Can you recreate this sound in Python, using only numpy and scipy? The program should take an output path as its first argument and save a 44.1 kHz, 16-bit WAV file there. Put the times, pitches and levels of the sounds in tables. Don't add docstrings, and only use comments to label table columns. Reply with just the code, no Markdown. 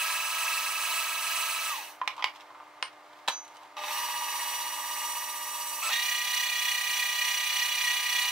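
import sys
import numpy as np
from scipy import signal
from scipy.fft import rfft, irfft, next_fast_len
from scipy.io import wavfile
from scipy.ndimage import uniform_filter1d

SR = 44100
rng = np.random.default_rng(int(sys.argv[2]) if len(sys.argv) > 2 else 0)


def transcribe(u):
    v = np.clip(np.atleast_2d(u).T, -1, 1)
    q = np.round(v * 32767).astype(np.int16)
    wavfile.write(sys.argv[1], SR, q)


def level_to_linear(level):
    exponent = np.asarray(level, float) / 20
    return 10 ** exponent


N = 366458

TEETH = 60
POWER_OFF_S, RESTART_S, POWER_ON_S, TOP_SPEED_S = 1.69, 3.75, 3.759, 5.94
SHARP_RISE = 1050
STEP_HZ = [957, 1297, 1914]


def evened(x):
    return x / np.sqrt(np.mean(x ** 2) + 1e-20)


def read(points, hz):
    f, value = np.transpose(points)
    return np.interp(np.log(hz + 1), np.log(f + 1), value)


def held(t, rows, rise):
    levels = [db - rise * np.maximum(s - t, 0) - fade * np.maximum(t - s - hold, 0)
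              for s, hold, db, fade in rows]
    return np.max(levels, axis=0)


def wander(size, hz):
    knots = rng.standard_normal(size // 256 + 2)
    knots = signal.lfilter([1], [1, -np.exp(-2 * np.pi * hz * 256 / SR)], knots)
    return np.interp(np.arange(size) / 256, np.arange(len(knots)), evened(knots))


# frequency in Hz, likeness of left and right from 0 to 1.
LIKENESS = [(60, 0.98), (180, 0.96), (620, 0.97), (1200, 0.82), (4970, 0.66), (15000, 0.32)]
# frequency in Hz, left over right in dB.
LEAN = [(60, -.5), (180, -1.5), (550, 0), (1650, -0.5), (4970, -3.5), (15000, -3.5)]


def noise(gain, size):
    padded = next_fast_len(size)
    hz = np.fft.rfftfreq(padded, 1 / SR)
    left, other = rfft(rng.standard_normal((2, padded)))
    same = np.clip(read(LIKENESS, hz), 0, 1)
    lean = level_to_linear(read(LEAN, hz) / 2)
    right = same * left + np.sqrt(1 - same ** 2) * other
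    pair = np.array([left * lean, right / lean])
    return evened(irfft(pair * gain(hz), padded)[:, :size])


def tone(turns, hz, blur):
    apart = rng.normal(0, 1.0) * np.sqrt(1 - np.clip(read(LIKENESS, hz), 0, 1) ** 2)
    depth = 1 + 0.61 * blur * wander(len(turns), 9.9)
    phase = 2 * np.pi * (turns - np.floor(turns)) + 1.65 * blur * wander(len(turns), 15.0)
    phase = phase.astype(np.float32)
    lean = level_to_linear(read(LEAN, hz) / 2)
    pair = np.array([lean * np.cos(phase), np.cos(phase + np.float32(apart)) / lean])
    return np.sqrt(2) * depth * pair


# frequency in Hz, level in dB.
WHINES = [
    [(845.2, -54), (958.2, -43.5), (1034, -56.5), (1147, -49.5), (1798, -58), (1933, -54.5), (2180, -57),
     (2638, -61), (2880, -48), (3348, -62), (3973, -56), (4387, -58), (4802, -55.5), (5744, -55),
     (5938, -55), (8027, -65.5), (9173, -63), (10347, -72)],
    [(667.5, -64), (1001, -55), (1037, -58), (1297, -47), (1633, -55.5), (1922, -58), (2240, -56),
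     (2310, -54.5), (2630, -49.5), (2920, -57), (3338, -54.5), (3920, -57), (4420, -65), (4690, -61.5),
     (5170, -55.5), (5900, -58), (7531, -58), (7800, -53.5), (960, -59.5), (1417, -63), (1560, -64),
     (9100, -59), (9360, -49.5), (10890, -58)],
    [(792, -63), (985.1, -51.5), (1283, -64), (1475, -62.5), (1636, -58.5), (1946, -49), (2110, -59),
     (2404, -47), (2720, -55), (2901, -42.5), (3381, -52.5), (3779, -55), (4300, -54), (4613, -64),
     (4790, -56.5), (5775, -53.5), (7220, -66.5), (9184, -58.5), (1916, -50)],
]
# frequency in Hz, width in Hz, level in dB.
SLOW_HOUSING = [(954, 22, 0.5), (1205, 38, -8), (1906, 63, -7.5), (2620, 34, -9), (2917, 47, -8),
                (3390, 56, -14.5), (3770, 91, -13), (4330, 130, -16.5), (4780, 29, -14.5),
                (5770, 52, -13.0), (8000, 33, -16), (9730, 130, -21.5), (10360, 75, -21), (1670, 61, -13.5),
                (2160, 120, -16.5), (2490, 55, -13.5), (5960, 130, -19.0), (14000, 1500, -25.0)]
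# frequency in Hz, width in Hz, level in dB.
MID_HOUSING = [(996, 31, -18.5), (1298, 16.5, -2.5), (1655, 37, -4.5), (2600, 75, 0), (2896, 60, -3.5),
               (3380, 47, -13), (3950, 140, -9.5), (4324, 72, -7.0), (5240, 36, -14), (5900, 130, -10.5),
               (6480, 120, -10.0), (7780, 21, -18), (9350, 30, -9.5), (10900, 86, -12), (1960, 60, -14),
               (1150, 67, -10), (1810, 90, -12), (2050, 80, -16), (2517, 60, -7.5), (3760, 80, -14),
               (14000, 670, -12), (15550, 300, -16)]
# frequency in Hz, width in Hz, level in dB.
FAST_HOUSING = [(1190, 18, -20), (1927, 35, 2.5), (2430, 62, -1.5), (2910, 44, -0.5), (3370, 56, -2.0),
                (3770, 56, -8.5), (4325, 100, -7.5), (4920, 47, -22), (5740, 35, -7.0), (9700, 250, -28),
                (2220, 70, -12.5), (3240, 80, -16), (4380, 50, -12), (1840, 36, -8.0), (2620, 150, -10.5),
                (3970, 160, -10.0), (5940, 160, -12.5), (14350, 2500, -23.0)]
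HOUSING = [SLOW_HOUSING, MID_HOUSING, FAST_HOUSING]
# frequency in Hz, level in dB per Hz.
RATTLE = [
    [(120, -72), (200, -34.5), (293, -34), (757, -19), (959, 0), (1190, -13.5), (1380, -19), (1880, -12.5),
     (2920, -9.5), (3190, -12.5), (5230, -19.5), (5830, -11), (6200, -20), (15600, -26)],
    [(120, -55), (200, -37), (535, -26), (977, -3.5), (1090, -8), (1280, -9), (1510, -14), (2570, -2),
     (3560, -10), (7660, -13.5), (8550, -16), (9360, -10.5), (11400, -16), (15600, -12)],
    [(120, -73), (200, -38.5), (704, -22), (977, -8.5), (1380, -17), (1920, -2.5), (2100, -3), (2920, -8),
     (3080, -6), (3310, -6), (5230, -13.5), (5940, -10), (6300, -12), (7600, -15.5), (8800, -20.5),
     (15600, -24.5)],
]
RATTLE_DB = [-7.5, -7, -10]


def housing_rattle(k, size):
    top_hz = max(WHINES[k], key=lambda line: line[1])[0]

    def colour(hz):
        locked = 1 - .6 * np.exp(-((hz - top_hz) / 45) ** 2)
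        peaks = sum(level_to_linear(db) ** 2 / (1 + (2 * (hz - f) / width) ** 2) ** 1.49
                    for f, width, db in HOUSING[k])
        return locked * np.sqrt(peaks + level_to_linear(read(RATTLE[k], hz) + RATTLE_DB[k]) ** 2)

    return noise(colour, size)


# whine against rattle in dB, blur of the whine from 0 to 1.
STEPS = [
    (6.5, 0.13),
    (4, 0.16),
    (4.5, 0.17),
]


def gear_whine(k, tooth_hz, shaft):
    whine_db, blur = STEPS[k]
    top_db = max(db for _, db in WHINES[k])
    tuned = np.exp(-((tooth_hz / STEP_HZ[k] - 1) / 0.053) ** 2)
    sway_turns = .0006 * (1 + 0.38 * wander(len(shaft), 2.9))
    rocked = shaft + sway_turns * np.sin(2 * np.pi * shaft / 3)
    pulse = 1 + 0.3 * np.cos(2 * np.pi * shaft / 3)
    sound = np.zeros((2, len(shaft)))
    for hz, db in WHINES[k]:
        commutator = hz > 7000
        waver = 0.22 if commutator else blur * (hz / 2500) ** 0.4 * (1 + (top_db - db) / 11)
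        partial = tone(hz / STEP_HZ[k] * TEETH * rocked + rng.random(), hz, waver)
        sound += level_to_linear(db + 33 + whine_db) * tuned * partial * (pulse if commutator else 1)
    return sound


# frequency in Hz, depth from 0 to 1, phase in turns.
THROB = [
    [(850, .3, .27), (940, .44, .02), (1150, .15, .1), (1930, .25, .41), (2880, .22, -.03),
     (5750, .13, -.19), (13000, .09, -.04)],
    [(1000, .05, .3), (1300, .65, 0), (1631, .3, -.28), (2600, .4, -.52), (2920, .2, 0), (7790, .08, .5),
     (13000, .02, .6)],
    [(985, .1, .5), (1920, .34, -.02), (2406, .33, .04), (2902, .38, -.07), (3381, .28, -.09),
     (3779, .2, .31), (4323, .45, .07), (5782, .3, -.13), (13000, .09, -.07)],
]


def throbbing(k, sound, shaft):
    size = next_fast_len(len(shaft))
    hz, bins = np.fft.rfftfreq(size, 1 / SR), rfft(sound, size)
    at_hz, depth, phase = np.transpose(THROB[k])
    swing = np.interp(hz, at_hz, depth) * np.exp(2j * np.pi * np.interp(hz, at_hz, phase))
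    ahead = irfft(bins * swing.real, size)[:, :len(shaft)]
    aside = irfft(bins * swing.imag, size)[:, :len(shaft)]
    sound = sound + ahead * np.cos(2 * np.pi * shaft) - aside * np.sin(2 * np.pi * shaft)
    sound *= 1 + 0.033 * np.cos(2 * np.pi * 6 * shaft)
    return sound * (1 + .12 * np.cos(2 * np.pi * (.104 * shaft - .12)))


def gear_step(k, tooth_hz, shaft):
    sound = housing_rattle(k, len(shaft)) + gear_whine(k, tooth_hz, shaft)
    sound = throbbing(k, sound, shaft)
    treble = signal.sosfiltfilt(signal.butter(4, 6500, "high", fs=SR, output="sos"), sound)
    return evened(sound - treble), evened(treble)


# start in seconds, gear level in dB, drift under load in dB per second,
# brush hiss against the gears in dB.
LEVER = [
    (0, -32, -.4, -3),
    (3.75, -32.5, -4, -5),
    (5.82, -33.5, -2, -2.5),
    (5.92, -31, .8, -5),
]


def effort(t, tooth_hz):
    row = np.searchsorted([row[0] for row in LEVER], t, "right") - 1
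    at, level_db, drift, hiss_db = np.array(LEVER)[row].T
    level_db = uniform_filter1d(level_db + drift * (t - at), size=1300)
    hiss_db = uniform_filter1d(hiss_db - drift * (t - at), size=1300)
    coasting = (t > POWER_OFF_S) & (t < RESTART_S)
    full_hz = np.where(coasting, STEP_HZ[1], STEP_HZ[0])
    under = np.maximum(np.log2(full_hz / tooth_hz), 0)
    stall_db = 11 * np.maximum(np.log2(520 / tooth_hz), 0)
    level_db -= np.where(coasting, 9 * under + stall_db, 7.5 * under)
    hiss_db -= np.where(coasting, 4, 19) * under
    jolt_db = 6.5 * np.exp(-abs(t - TOP_SPEED_S) / np.where(t < TOP_SPEED_S, 0.032, .015))
    bite = np.where(t >= RESTART_S, np.clip((t - POWER_ON_S) / .01, 0, 1) ** 2, 1)
    return bite * level_to_linear(level_db + jolt_db), hiss_db - .5 * jolt_db


# start in seconds, hold in seconds, level in dB,
# fade in dB per second.
GLIDE = [
    (1.706, .03, -36.5, 250),
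    (1.78, .015, -40.5, 700),
    (3.878, .04, -44.5, 350),
    (5.82, .095, -41.5, 500),
    (5.923, 0.039, -33.5, 160),
]
# start in seconds, hold in seconds, level in dB,
# fade in dB per second.
FLARE = [
    (5.84, .045, -39, 600),
]


def glide_tones(t, tooth_hz, shaft):
    second = level_to_linear(-3) * np.clip(tooth_hz / 900 - 1.2, 0, 1) * tone(2 * TEETH * shaft, 2000, .3)
    teeth = tone(TEETH * shaft, 1000, .12) + second
    commutator = tone(6 * TEETH * shaft, 7800, .05)
    return level_to_linear(held(t, GLIDE, SHARP_RISE)) * teeth + level_to_linear(held(t, FLARE, SHARP_RISE)) * commutator


# time in seconds, tooth contact rate in Hz.
SPEED = [(0, 1297), (1.69, 1297), (1.72, 1180), (1.76, 980), (1.8, 830), (2, 300), (3.75, 500), (3.88, 830),
         (3.93, 930), (4, 957), (5.815, 957), (5.835, 1335), (5.893, 1295), (5.922, 1860), (6, 1895),
         (6.1, 1914), (8.31, 1914)]


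def motor(start, end):
    t = np.arange(round(start * SR), min(round(end * SR), N)) / SR
    tooth_hz = np.interp(t, *np.transpose(SPEED))
    gear, hiss_db = effort(t, tooth_hz)
    shaft = np.cumsum(tooth_hz) / SR / TEETH + .0014 * wander(len(t), 4)
    out = glide_tones(t, tooth_hz, shaft)
    step_hz = np.maximum(tooth_hz, 1150) if end < POWER_ON_S else tooth_hz
    for k in range(len(STEPS)):
        share = np.sqrt(np.interp(step_hz, STEP_HZ, np.arange(len(STEPS)) == k))
        if not share.any():
            continue
        active = np.flatnonzero(share)
        on = slice(active[0], active[-1] + 1)
        gears, brushes = gear_step(k, tooth_hz[on], shaft[on])
        crawl = np.clip(1 - tooth_hz[on] / 900, 0, 1)
        if crawl.any():
            dull = signal.sosfilt(signal.butter(2, 1500, fs=SR, output="sos"), gears)
            gears += 1.03 * crawl * (1.4 * dull - gears)
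        out[:, on] += (share * gear)[on] * (gears + level_to_linear(hiss_db[on]) * brushes)
    return out


# start of the motor run in seconds, end in seconds.
RUNS = [
    (0, 2.0),
    (3.75, 8.31),
]


def mixer():
    out = np.zeros((2, N))
    for start, end in RUNS:
        sound = motor(start, end)
        first = round(start * SR)
        out[:, first:first + sound.shape[1]] = sound
    return out


# frequency in Hz, level in dB per Hz.
AIR_COLOUR = [(18, -75), (30, -57), (111, -15), (230, -25), (299, -13), (442, -12), (604, -7), (764, 0),
              (918, 1.5), (1190, -1), (1390, -4.5), (2120, -7.5), (2350, -10.5), (11900, -30.5),
              (15400, -30)]


def kitchen_air():
    return level_to_linear(-54) * noise(lambda hz: level_to_linear(read(AIR_COLOUR, hz)), N)


# frequency in Hz, level with motor off in dB, level with motor on in dB,
# rise while accelerating in dB.
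HUM = [(368.4, -76, -74.5, 0), (411, -79, -80.5, 2), (508, -72.5, -72, 3), (602, -65.5, -60.5, 12.5),
       (697, -68, -66.5, -2), (900, -63.5, -54.5, 10), (2100, -68, -69, 0), (1199, -64, -47, 2.5)]
# start in seconds, hold in seconds, level in dB, fade in dB per second.
SURGE = [
    (3.777, 0.14, -1.5, 500),
    (5.848, .09, -6, 500),
]


def mains_hum():
    t = np.arange(N) / SR
    running = np.clip(np.maximum((POWER_OFF_S - t) / .06 + 1, (t - POWER_ON_S) / .02), 0, 1)
    surge = level_to_linear(held(t, SURGE, SHARP_RISE))
    hum = np.zeros((2, N))
    for hz, off_db, on_db, surge_db in HUM:
        level_db = off_db + (on_db - off_db) * running + surge_db * surge
        level_db -= 3.5 * (hz < 1000) * (t > TOP_SPEED_S)
        hum += level_to_linear(level_db) * tone(hz * t, hz, 0.16)
    return hum


# full level reached in seconds, hold in seconds, level in dB, fade in dB per second.
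COMPRESSOR = [
    (.62, 5.1, -63, 17),
]


def refrigerator():
    t = np.arange(N) / SR
    level_db = np.maximum(held(t, COMPRESSOR, 17), -83)
    return level_to_linear(level_db - 6.5) * tone(300.4 * t, 300.4, 0.087)


def knocks(events, body, crack_s, ring_db, rise_s=0.00029):
    colour, modes = body
    out, t = np.zeros((2, N)), np.arange(SR // 4) / SR
    for s, db, bright_db, long in events:
        crack = noise(lambda hz: level_to_linear(read(colour, hz) + bright_db * np.log2((hz + 50) / 1500)), len(t))
        crack *= np.exp(-t / (crack_s * long))
        ring = np.zeros(len(t))
        for f, mode_db, t60 in modes:
            level_db = mode_db + bright_db * np.log2(f / 1500) + rng.normal(0, 1.3)
            decay = level_to_linear(level_db - 60 * t / (t60 * long))
            ring += decay * np.sin(2 * np.pi * f * rng.uniform(1.0, 1.01) * t)
        hit = (crack + level_to_linear(ring_db) * ring) * np.minimum(t / rise_s, 1)
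        out[:, round(s * SR):][:, :len(t)] += level_to_linear(db) * hit / abs(hit).max()
    return out


# start in seconds, peak in dB, brightness in dB per octave, decay factor.
CUP_KNOCKS = [
    (2.015, -17, -9.5, 1.1),
    (2.076, -9.5, 0.5, .95),
]
# start in seconds, peak in dB.
TICKS = [
    (2.348, -42),
    (2.3575, -38),
    (2.364, -43),
    (2.398, -44),
    (2.4054, -41),
    (2.416, -43),
    (2.928, -48),
    (3.129, -46),
    (3.187, -49),
]
# crack rows of frequency in Hz, level in dB per Hz; then mode rows of frequency in Hz,
# level in dB, t60 in seconds.
CUP = [(180, -61), (300, -41), (494, -36), (1030, 1), (1430, -17), (2060, -6.5), (4000, -11), (4650, -22),
       (5050, -16), (7780, -30), (14400, -41), (15900, -41)], [(1024, 2.5, 0.053), (843, -10, 0.06),
       (1170, -7.5, 0.068), (1904, -7, 0.08), (2450, -8, 0.099), (3270, -19, .07), (3920, -8, 0.066),
       (5000, -18, 0.096)]


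def cup():
    ticks = [(*tick, 3, 2.2) for tick in TICKS]
    return knocks(CUP_KNOCKS, CUP, 0.004, -9) + knocks(ticks, CUP, 0.0037, -29, rise_s=.002)


# start in seconds, peak in dB, brightness in dB per octave, decay factor.
NUDGES = [(2.11, -41, 4, 1.4), (2.135, -41, 6, 1.5), (2.165, -37, 9, 1.5), (2.179, -30, 3, 1.8),
          (2.193, -30, 2, 1.8), (2.207, -35, 3, 1.5), (2.504, -37.5, -1, 1), (2.547, -39, -2, 1.4),
          (2.601, -32.5, -3, 1), (2.666, -44, 0, 1), (2.773, -46, 0, 1)]
# crack rows of frequency in Hz, level in dB per Hz; then mode rows of frequency in Hz,
# level in dB, t60 in seconds.
NUDGE_BODY = [(400, -40), (800, -12), (1050, 0), (1300, -9), (1600, -28), (2500, -20), (4000, -29),
              (15900, -70)], [(1033, 2, .07), (1186, -3, .07), (1310, -6, .06), (907, -6, .08),
              (2450, -16, .06)]


def nudges():
    return knocks(NUDGES, NUDGE_BODY, .006, -4, rise_s=.0008)


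# start in seconds, peak in dB, brightness in dB per octave, decay factor.
RIM_KNOCKS = [
    (2.224, -17.5, -1.1, 1.3),
    (2.242, -8, 1, 0.93),
    (2.255, -29, 1, .8),
]
# frequency in Hz, level in dB per Hz.
RIM_COLOUR = [(300, -45), (600, -28), (1030, 2), (1450, -23), (2000, -2.5), (3300, -8), (4300, -20),
              (5000, -15), (7780, -33.5), (15900, -43)]
# frequency in Hz, level in dB, t60 in seconds.
RIM_MODES = [(910, -8, 0.063), (1024, -3.5, 0.054), (1180, -7, .05), (1782, -11, .05), (2010, 0, .06),
             (2240, -9, .05), (2460, -4, .045), (3009, -6, .05), (3900, -15, .045), (4953, -9, .06),
             (5432, -22, .06)]


def rim_knocks():
    return knocks(RIM_KNOCKS, (RIM_COLOUR, RIM_MODES), 0.0038, -13)


# loudest moment in seconds, hold in seconds, level in dB, fade in dB per second.
RUSTLE = [
    (2.23, .1, -55, 45),
    (3.36, 0.25, -56, 65),
]
# frequency in Hz, level in dB per Hz.
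RUSTLE_COLOUR = [(410, -50), (700, -13), (886, 8), (2040, -14), (2590, -12), (3580, -13), (5450, -18),
                 (7070, -25), (15900, -25)]


def rustle():
    t = np.arange(N) / SR
    flicker_db = 3.5 * np.clip(wander(N, 40), -2, 1.6)
    level = level_to_linear(held(t, RUSTLE, 32) + flicker_db)
    return level * noise(lambda hz: level_to_linear(read(RUSTLE_COLOUR, hz)), N)


# start in seconds, peak in dB, brightness in dB per octave, decay factor.
SET_DOWN = [
    (2.826, -14, 0, 0.94),
]
# crack rows of frequency in Hz, level in dB per Hz; then mode rows of frequency in Hz,
# level in dB, t60 in seconds.
COUNTER = [(180, -45), (300, -18), (898, -13.5), (1030, -1.5), (1530, -7), (3280, -5.5), (4890, -10.5),
           (8180, -33), (9190, -24), (10200, -39), (15900, -45)], [(1040, -4, .08), (2100, -10, 0.14),
           (3316, -14, .1), (4800, -19, 0.1), (8900, -14, 0.15), (9539, -21, .13)]


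def set_down():
    return knocks(SET_DOWN, COUNTER, 0.0028, -13)


# start in seconds, peak in dB, brightness in dB per octave, decay factor.
CLINK = [
    (3.277, -16.5, 0, 1),
    (3.283, -11, 0, 1.2),
]
# crack rows of frequency in Hz, level in dB per Hz; then mode rows of frequency in Hz,
# level in dB, t60 in seconds.
GLASS = [(88, -65), (150, -25), (422, -23), (700, -10), (980, -2), (1230, -10), (1820, -9.5), (2800, -7.5),
         (3900, -4.5), (4930, -19), (7570, -20), (15900, -36)], [(963, -11, .1), (2680, -13, .09),
         (3910, -9, 0.08)]


def clink():
    return knocks(CLINK, GLASS, 0.0072, -6)


# frequency in Hz, level in dB, t60 in seconds.
GLASS_RING = [
    (4856, -46, 0.21),
    (6056, -38, 0.32),
    (7036, -66, .45),
    (3978, -50, .2),
]


def glass_ring():
    t, out = np.arange(SR // 2) / SR, np.zeros((2, N))
    ring = sum(level_to_linear(db - 60 * t / t60) * tone(hz * t, hz, .05) for hz, db, t60 in GLASS_RING)
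    swell = np.minimum(t / 0.094, 1) ** 1.5
    out[:, round(CLINK[1][0] * SR):][:, :len(t)] = ring * level_to_linear(14.5) * swell
    return out


# start in seconds, peak in dB.
LEVER_TICKS = [
    (3.4494, -44),
    (3.478, -42.5),
    (3.558, -46),
    (3.568, -39.5),
    (3.632, -47),
]
# crack rows of frequency in Hz, level in dB per Hz; then mode rows of frequency in Hz,
# level in dB, t60 in seconds.
LEVER_BODY = [
    [(400, -40), (1500, -10), (3000, -2), (4000, -5), (6000, -8), (8700, -10), (15900, -24)],
    [(3030, 0, .06), (3950, -2, .05), (6040, -5, .05), (8660, -8, .04)],
]


def lever_ticks():
    return knocks([(*tick, 0, 1) for tick in LEVER_TICKS], LEVER_BODY, .004, -6, rise_s=.001)


# start in seconds, peak in dB.
SLACK = [
    (3.768, -30),
    (3.78, -29),
    (3.791, -31),
    (3.813, -32),
    (3.836, -25),
    (3.882, -25),
    (5.896, -27),
    (5.91, -27),
]
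# frequency in Hz, level in dB, t60 in seconds.
HEAD_MODES = [(822, -2.5, .1), (1192, -1, 0.092), (2580, -3, .1), (3790, -6, 0.09)]


def gear_slack():
    return knocks([(*bite, 0, 1) for bite in SLACK], (CUP[0], HEAD_MODES), 0.01, 2)


# frequency in Hz, t60 in seconds.
ROOM = [(300, 0.21), (1000, 0.3), (3000, 0.27), (8000, 0.18), (16000, 0.34)]


def room(x):
    hz, t, z = signal.stft(noise(np.ones_like, SR // 2), SR, nperseg=256)
    decay_db = -60 * t / read(ROOM, hz)[:, None] - 7 * np.clip((t - .062) / 0.013, 0, 1)
    tail = signal.istft(z * level_to_linear(decay_db), SR, nperseg=256)[1]
    tail[:, :200] = 0
    return signal.fftconvolve(x, tail / np.linalg.norm(tail[0]), axes=1)[:, :N]


def scene():
    solid = cup() + nudges() + rim_knocks() + set_down() + lever_ticks() + gear_slack()
    hits = signal.sosfilt(signal.butter(3, 520, "high", fs=SR, output="sos"), solid)
    hits += signal.sosfilt(signal.butter(2, 220, "high", fs=SR, output="sos"), clink())
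    kitchen = kitchen_air() + mains_hum() + refrigerator()
    return mixer() + kitchen + hits + level_to_linear(-9) * room(hits) + rustle() + glass_ring()


def band_limit(x):
    return signal.sosfilt(signal.butter(12, 16960, fs=SR, output="sos"), x)


def record(dry):
    late = np.array([np.roll(dry[0], 1), dry[1]])
    lowpass = signal.firwin(2047, 15740, window=("kaiser", 9), fs=SR)
    limited = signal.oaconvolve(late, lowpass[None], "same")
    return band_limit(limited)


dry = scene()
out = record(dry)
transcribe(out)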